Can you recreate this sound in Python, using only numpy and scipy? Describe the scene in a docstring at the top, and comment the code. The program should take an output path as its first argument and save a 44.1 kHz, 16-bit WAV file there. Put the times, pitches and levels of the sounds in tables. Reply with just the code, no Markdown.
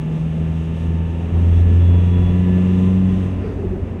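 """A deep engine boom inside a truck cab: a four-cylinder turbo diesel pulling gently over road rumble.
Firings boom in the cab; clatter and combustion rasp repeat every engine cycle and ring the panels.
A gear whines, the turbo whistles and hisses, bumps thud and rattle the trim.
The driver presses on at 1.3 s and eases off after 3.1 s: the turbo runs down and the intake flutters."""
import sys
import numpy as np
from scipy import signal
from scipy.fft import rfft, irfft
from scipy.io import wavfile
from scipy.ndimage import uniform_filter1d, map_coordinates

SR = 44100
rng = np.random.default_rng(int(sys.argv[2]) if len(sys.argv) > 2 else 0)


def to_wav(sig):
    """Store sig (one row per channel, or 1-D mono) as 16-bit WAV at the path in sys.argv[1].

    Samples outside -1..1 are clipped; the rate is SR.
    """
    pcm = np.clip(np.atleast_2d(sig), -1, 1) * 32767
    pcm = np.round(pcm).astype(np.int16)
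    wavfile.write(sys.argv[1], SR, pcm.T)  # frames by channels


N = 176400

# Engine speed: time_s, firing_hz
FIRING_RATE = [(0, 79.0), (.7, 81.4), (1.02, 82.5), (1.4, 84.7), (1.75, 86.5), (2.1, 88.3), (2.5, 90.8),
               (3.02, 93.8), (3.2, 93.0), (3.5, 93.0), (3.75, 90.3), (4, 90)]
# Engine load: time_s, gain_db
ENGINE_LOAD = [(0, -6), (.7, -4), (1.2, -4), (1.5, -3), (2.1, -0.5), (2.7, 0.2), (3.1, -2), (3.3, -3),
               (3.49, -7), (3.55, -15.5), (4, -11.5)]


def engine_drive(jitter=.0007):
    """Firing phase (one turn per firing) and load gain."""
    return phase_rad(curve(FIRING_RATE) * (1 + jitter * drift(25))), undb(curve(ENGINE_LOAD))


# Cab boom: time_s, fundamental_db, octave_db
BOOM_LEVELS = [(0, -59, -21), (.2, -33, -21), (.5, -23, -21.5), (.78, -25.5, -25), (.92, -18, -24.5),
               (1.15, -21, -27), (1.3, -23.5, -31.5), (1.345, -13.5, -28), (1.58, -11.5, -31),
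               (1.9, -10, -24), (2.25, -14.5, -20), (2.55, -17.5, -16), (3.05, -18, -15.5),
               (3.22, -21.5, -23), (3.35, -22, -33), (3.53, -30, -47), (3.65, -22.5, -31.5), (4, -34, -48)]
# Firing overtones at full load: multiple, level_db
FIRING_OVERTONES = [(3, -33), (5, -50)]
# Faint overtones that sing on crossing the sharpest panel resonance: multiple, level_db
SINGING_OVERTONES = [(19, -63), (20, -65), (21, -65), (22, -65)]


def firing_boom(phase, load, shake_db=.5, flicker_db=1.83, fourth_db=-37.5):
    """Firing pulses in the cab: two strong low tones, weaker overtones that follow the load."""
    low = sum(undb(curve(BOOM_LEVELS, k) + shake_db * drift(22)) * np.cos(k * phase) for k in (1, 2))
    high = sum(undb(db + flicker_db * drift(12)) * np.sin(k * phase)
               for k, db in FIRING_OVERTONES + SINGING_OVERTONES)
    on_throttle = undb(fourth_db + flicker_db * drift(12)) * load ** 2 * np.cos(4 * phase)
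    return np.sqrt(2) * (low + load * high + on_throttle)


def knock_pattern(phase, firings=4, harmonics=230, size=4096):
    """Random knocks that come round once per engine cycle; rms 1."""
    pattern = irfft(np.exp(2j * np.pi * rng.random(harmonics)), size)
    position = phase / (2 * np.pi * firings) % 1 * size
    return unit_rms(map_coordinates(pattern, [position], mode="grid-wrap"))


# Block knock spectrum: freq_hz, gain_db
CLATTER_SPECTRUM = [(25, -28), (45, -5), (150, 6), (230, 1), (330, -11), (450, -6.5), (700, -17.5),
                    (1100, -26.5), (1600, -35.5), (4000, -54)]


def block_clatter(phase, load, level_db=-31.5, uneven=.28):
    """Low knocking of the block, alike on every engine cycle."""
    knocks = knock_pattern(phase) * (1 + uneven * drift(60))
    return undb(level_db) * load * colour(knocks, CLATTER_SPECTRUM)


# Combustion spectrum: freq_hz, gain_db
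RASP_SPECTRUM = [(300, -9.5), (600, 3.5), (1000, 0.5), (1300, 0), (1550, -12.5), (2100, -4), (2750, -2.5),
                 (3150, -7), (3700, -13.5), (4300, -28), (8000, -41.5)]


def combustion_rasp(phase, load, level_db=-45.5, flicker_db=.44, repeat_share=.75, pulse_depth=.083):
    """Combustion noise, part repeating each cycle, part fresh, pulsing with the firings."""
    repeating = np.sqrt(repeat_share) * knock_pattern(phase)
    fresh = np.sqrt(1 - repeat_share) * rng.standard_normal(N)
    rasp = (repeating + fresh) * (1 + pulse_depth * np.cos(phase))
    return undb(level_db - flicker_db * drift(31)) * load * colour(rasp, RASP_SPECTRUM)


def gear_whine(phase, load, level_db=-49, multiple=11, backlash_rad=.25, flicker_db=2.5):
    """Meshing teeth whine under load, roughened by backlash."""
    gain = np.sqrt(2) * load * undb(level_db + flicker_db * drift(14))
    return gain * np.sin(multiple * phase + backlash_rad * drift(90))


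# Cab air resonances: centre_hz, width_hz, gain_db
AIR_MODES = [(285.4, 19, 4), (352.3, 22, 4), (447, 52, 4.5)]
# Cab panel resonances: centre_hz, width_hz, gain_db
PANEL_MODES = [(1189, 40, 6), (1372, 30, 4), (1727, 20, 16), (1808, 28, 8), (1865, 30, 7), (1980, 40, 8),
               (2110, 22, 7), (2425, 36, 7), (2540, 36, 5), (2700, 55, 10), (2817, 50, 6), (2941, 40, 8)]


def cab_resonance(engine):
    """The engine rings the cab's air and panels."""
    freq_hz = np.arange(N // 2 + 1) * SR / N
    peaks = sum((undb(db) - 1) / (1 + (2 * (freq_hz - centre_hz) / width_hz) ** 2)
                for centre_hz, width_hz, db in AIR_MODES + PANEL_MODES)
    return irfft(rfft(engine) * (1 + peaks), N)


# Turbo speed: time_s, shaft_hz
TURBO_SPEED = [(0, 2930), (.4, 3050), (.8, 2990), (1.15, 2950), (1.4, 3160), (1.54, 3355), (1.61, 3400),
               (1.69, 3450), (1.86, 3392), (2.1, 3362), (2.28, 3390), (2.42, 3435), (2.75, 3465),
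               (3.05, 3450), (3.13, 3350), (3.25, 3120), (3.5, 2550), (4, 1500)]
# Whistle overtones at full load: multiple, level_db
WHISTLE_OVERTONES = [(3, -84), (4, -81)]
# Intake duct resonance: centre_hz, width_hz, gain_db
DUCT_MODES = [(3376, 58, 13)]


def turbo_whistle(load, level_db=-64.5, wander=.0008, flicker_db=3.0):
    """Thin whistle at shaft speed, loudest on the duct resonance; faint overtones under load."""
    shaft_hz = curve(TURBO_SPEED)
    phase = phase_rad(shaft_hz * (1 + wander * drift(70)))
    duct_db = sum(db / (1 + (2 * (shaft_hz - centre_hz) / width_hz) ** 4)
                  for centre_hz, width_hz, db in DUCT_MODES)
    whistle = undb(level_db + duct_db + flicker_db * drift(25)) * np.sin(phase)
    overtones = sum(undb(db + flicker_db * drift(19)) * np.sin(k * phase) for k, db in WHISTLE_OVERTONES)
    return np.sqrt(2) * (load * whistle + load ** 2 * overtones)


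# Compressor airflow spectrum: freq_hz, gain_db
HISS_SPECTRUM = [(1500, -20), (2800, 1), (3500, 2.5), (3850, -3), (4300, -12.5), (5200, -12.5),
                 (5800, -8.5), (6400, -7.5), (7000, -13), (8700, -11.5), (10000, -20), (13000, -27),
                 (15500, -34)]


def compressor_hiss(full_boost_db=-52, full_boost_hz=3580, db_per_khz=6, flicker_db=1.15):
    """Air rushing through the compressor, swelling with shaft speed."""
    level_db = full_boost_db + db_per_khz * (curve(TURBO_SPEED) - full_boost_hz) / 1000
    return undb(level_db + flicker_db * drift(16)) * noise(HISS_SPECTRUM)


# Intake hoots after lift-off: start_s, length_s, pitch_hz, level_db
HOOTS = [(3.435, .12, 403.5, -30.5), (3.58, .11, 384, -29), (3.716, .05, 355.6, -24.5),
         (3.775, .06, 386, -31), (3.902, 0.11, 375, -34)]
# Air puff spectrum: freq_hz, gain_db
PUFF_SPECTRUM = [(250, -17), (470, 8), (750, 2), (1400, 1), (2500, -7), (3500, -27), (4700, -17),
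                 (9000, -49), (15000, -40)]


def intake_flutter(t, puff_db=-42, attack_s=.008, release_s=.018, wander=.0401, sag_per_s=.93, rough=.46):
    """Boost collapses: the intake lets out a puff of air and hoots in short, falling bursts."""
    out = undb(puff_db) * swell(t, centre_s=3.47, width_s=.055) * noise(PUFF_SPECTRUM)
    for start_s, length_s, pitch_hz, level_db in HOOTS:
        age_s = np.clip(t - start_s, 0, length_s)
        envelope = np.minimum(age_s / attack_s, 1) * np.minimum((length_s - age_s) / release_s, 1)
        glide_hz = pitch_hz * (1 + wander * drift(120) - sag_per_s * (age_s - length_s / 2))
        hoot = (1 + rough * drift(90)) * np.sin(phase_rad(glide_hz))
        out += np.sqrt(2) * undb(level_db) * envelope * hoot
    return out


# Tyre rumble spectrum: freq_hz, gain_db
TYRE_SPECTRUM = [(15, -33), (30, -13.5), (47, -2), (70, 3.5), (120, -3.5), (200, 0.5), (300, -8.5),
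                 (400, -9.5), (550, -16), (800, -23.5), (1400, -32), (2700, -36.5), (3400, -52),
                 (5000, -56), (8000, -60.5), (15000, -72.5)]
# Tyre rumble level: time_s, level_db
TYRE_LEVEL = [(0, -27.5), (.6, -29.5), (1.2, -29.5), (1.4, -25.5), (2.2, -26), (2.8, -26.5), (3.4, -25.5),
              (3.75, -26.5), (4, -26.5)]


def tyre_rumble(flicker_db=.57):
    """Tyre noise carried through the body."""
    return undb(curve(TYRE_LEVEL) + flicker_db * drift(14)) * noise(TYRE_SPECTRUM)


# Road bumps: centre_s, width_s, thud_db, rattle_db
ROAD_BUMPS = [(1.2, 0.055, -42, -41), (1.37, .04, -30, -40), (1.62, 0.077, -28.5, -46.5),
              (1.93, .05, -26.5, -43.5), (2.23, 0.086, -25, -46.5), (2.95, 0.27, -32, -53),
              (3.38, 0.059, -32, -47.5), (3.62, 0.027, -38, -42), (3.75, 0.047, -26, -50)]
# Body thud spectrum: freq_hz, gain_db
THUD_SPECTRUM = [(15, -32), (30, -16.5), (48, 1), (65, -10.5), (110, -23), (300, -52), (1000, -79)]
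# Trim rattle spectrum: freq_hz, gain_db
RATTLE_SPECTRUM = [(150, -19.5), (300, -3), (480, 0.5), (750, -1.5), (1150, -9.5), (1600, -22.5),
                   (3000, -30), (8000, -55)]


def road_bumps(t):
    """Bumps thud through the body and shake the trim."""
    thud, rattle = noise(THUD_SPECTRUM), noise(RATTLE_SPECTRUM)
    return sum(swell(t, centre_s, width_s) * (undb(thud_db) * thud + undb(rattle_db) * rattle)
               for centre_s, width_s, thud_db, rattle_db in ROAD_BUMPS)


def undb(db):
    """Decibels to gain."""
    return 10 ** (np.asarray(db) / 20)


def unit_rms(x):
    """Scale to rms 1."""
    return x / np.sqrt(np.mean(x ** 2))


def curve(table, column=1):
    """One column of a timed table, linearly interpolated."""
    rows = np.array(table, float)
    return np.interp(np.arange(N) / SR, rows[:, 0], rows[:, column])


def drift(rate_hz):
    """Smooth random motion; rms 1."""
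    hold = max(int(SR / rate_hz), 2)
    steps = np.repeat(rng.standard_normal(N // hold + 1), hold)
    return unit_rms(uniform_filter1d(uniform_filter1d(steps, hold), hold)[:N])


def colour(x, spectrum):
    """Filter by a spectrum table; rms 1."""
    freq_hz = np.maximum(np.arange(N // 2 + 1) * SR / N, 1)
    rows = np.array(spectrum, float)
    gain_db = np.interp(np.log(freq_hz), np.log(rows[:, 0]), rows[:, 1])
    return unit_rms(irfft(rfft(x) * undb(gain_db), N))


def noise(spectrum):
    """Coloured noise; rms 1."""
    return colour(rng.standard_normal(N), spectrum)


def swell(t, centre_s, width_s):
    """Gaussian envelope; peak 1."""
    return np.exp(-.5 * ((t - centre_s) / width_s) ** 2)


def phase_rad(hz):
    """Frequency integrated to phase."""
    return 2 * np.pi * np.cumsum(hz) / SR


def scene():
    """Engine, turbo and road, heard in the cab; mono."""
    t = np.arange(N) / SR
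    phase, load = engine_drive()
    tones = firing_boom(phase, load) + gear_whine(phase, load)
    engine = tones + block_clatter(phase, load) + combustion_rasp(phase, load)
    turbo = turbo_whistle(load) + compressor_hiss() + intake_flutter(t)
    road = tyre_rumble() + road_bumps(t)
    return (cab_resonance(engine) + turbo + road)[None]


def record(dry):
    """Steep low-pass at 15.7 kHz."""
    return signal.sosfilt(signal.ellip(8, .2, 70, 15700, fs=SR, output="sos"), dry)


dry = scene()
out = record(dry)
to_wav(out)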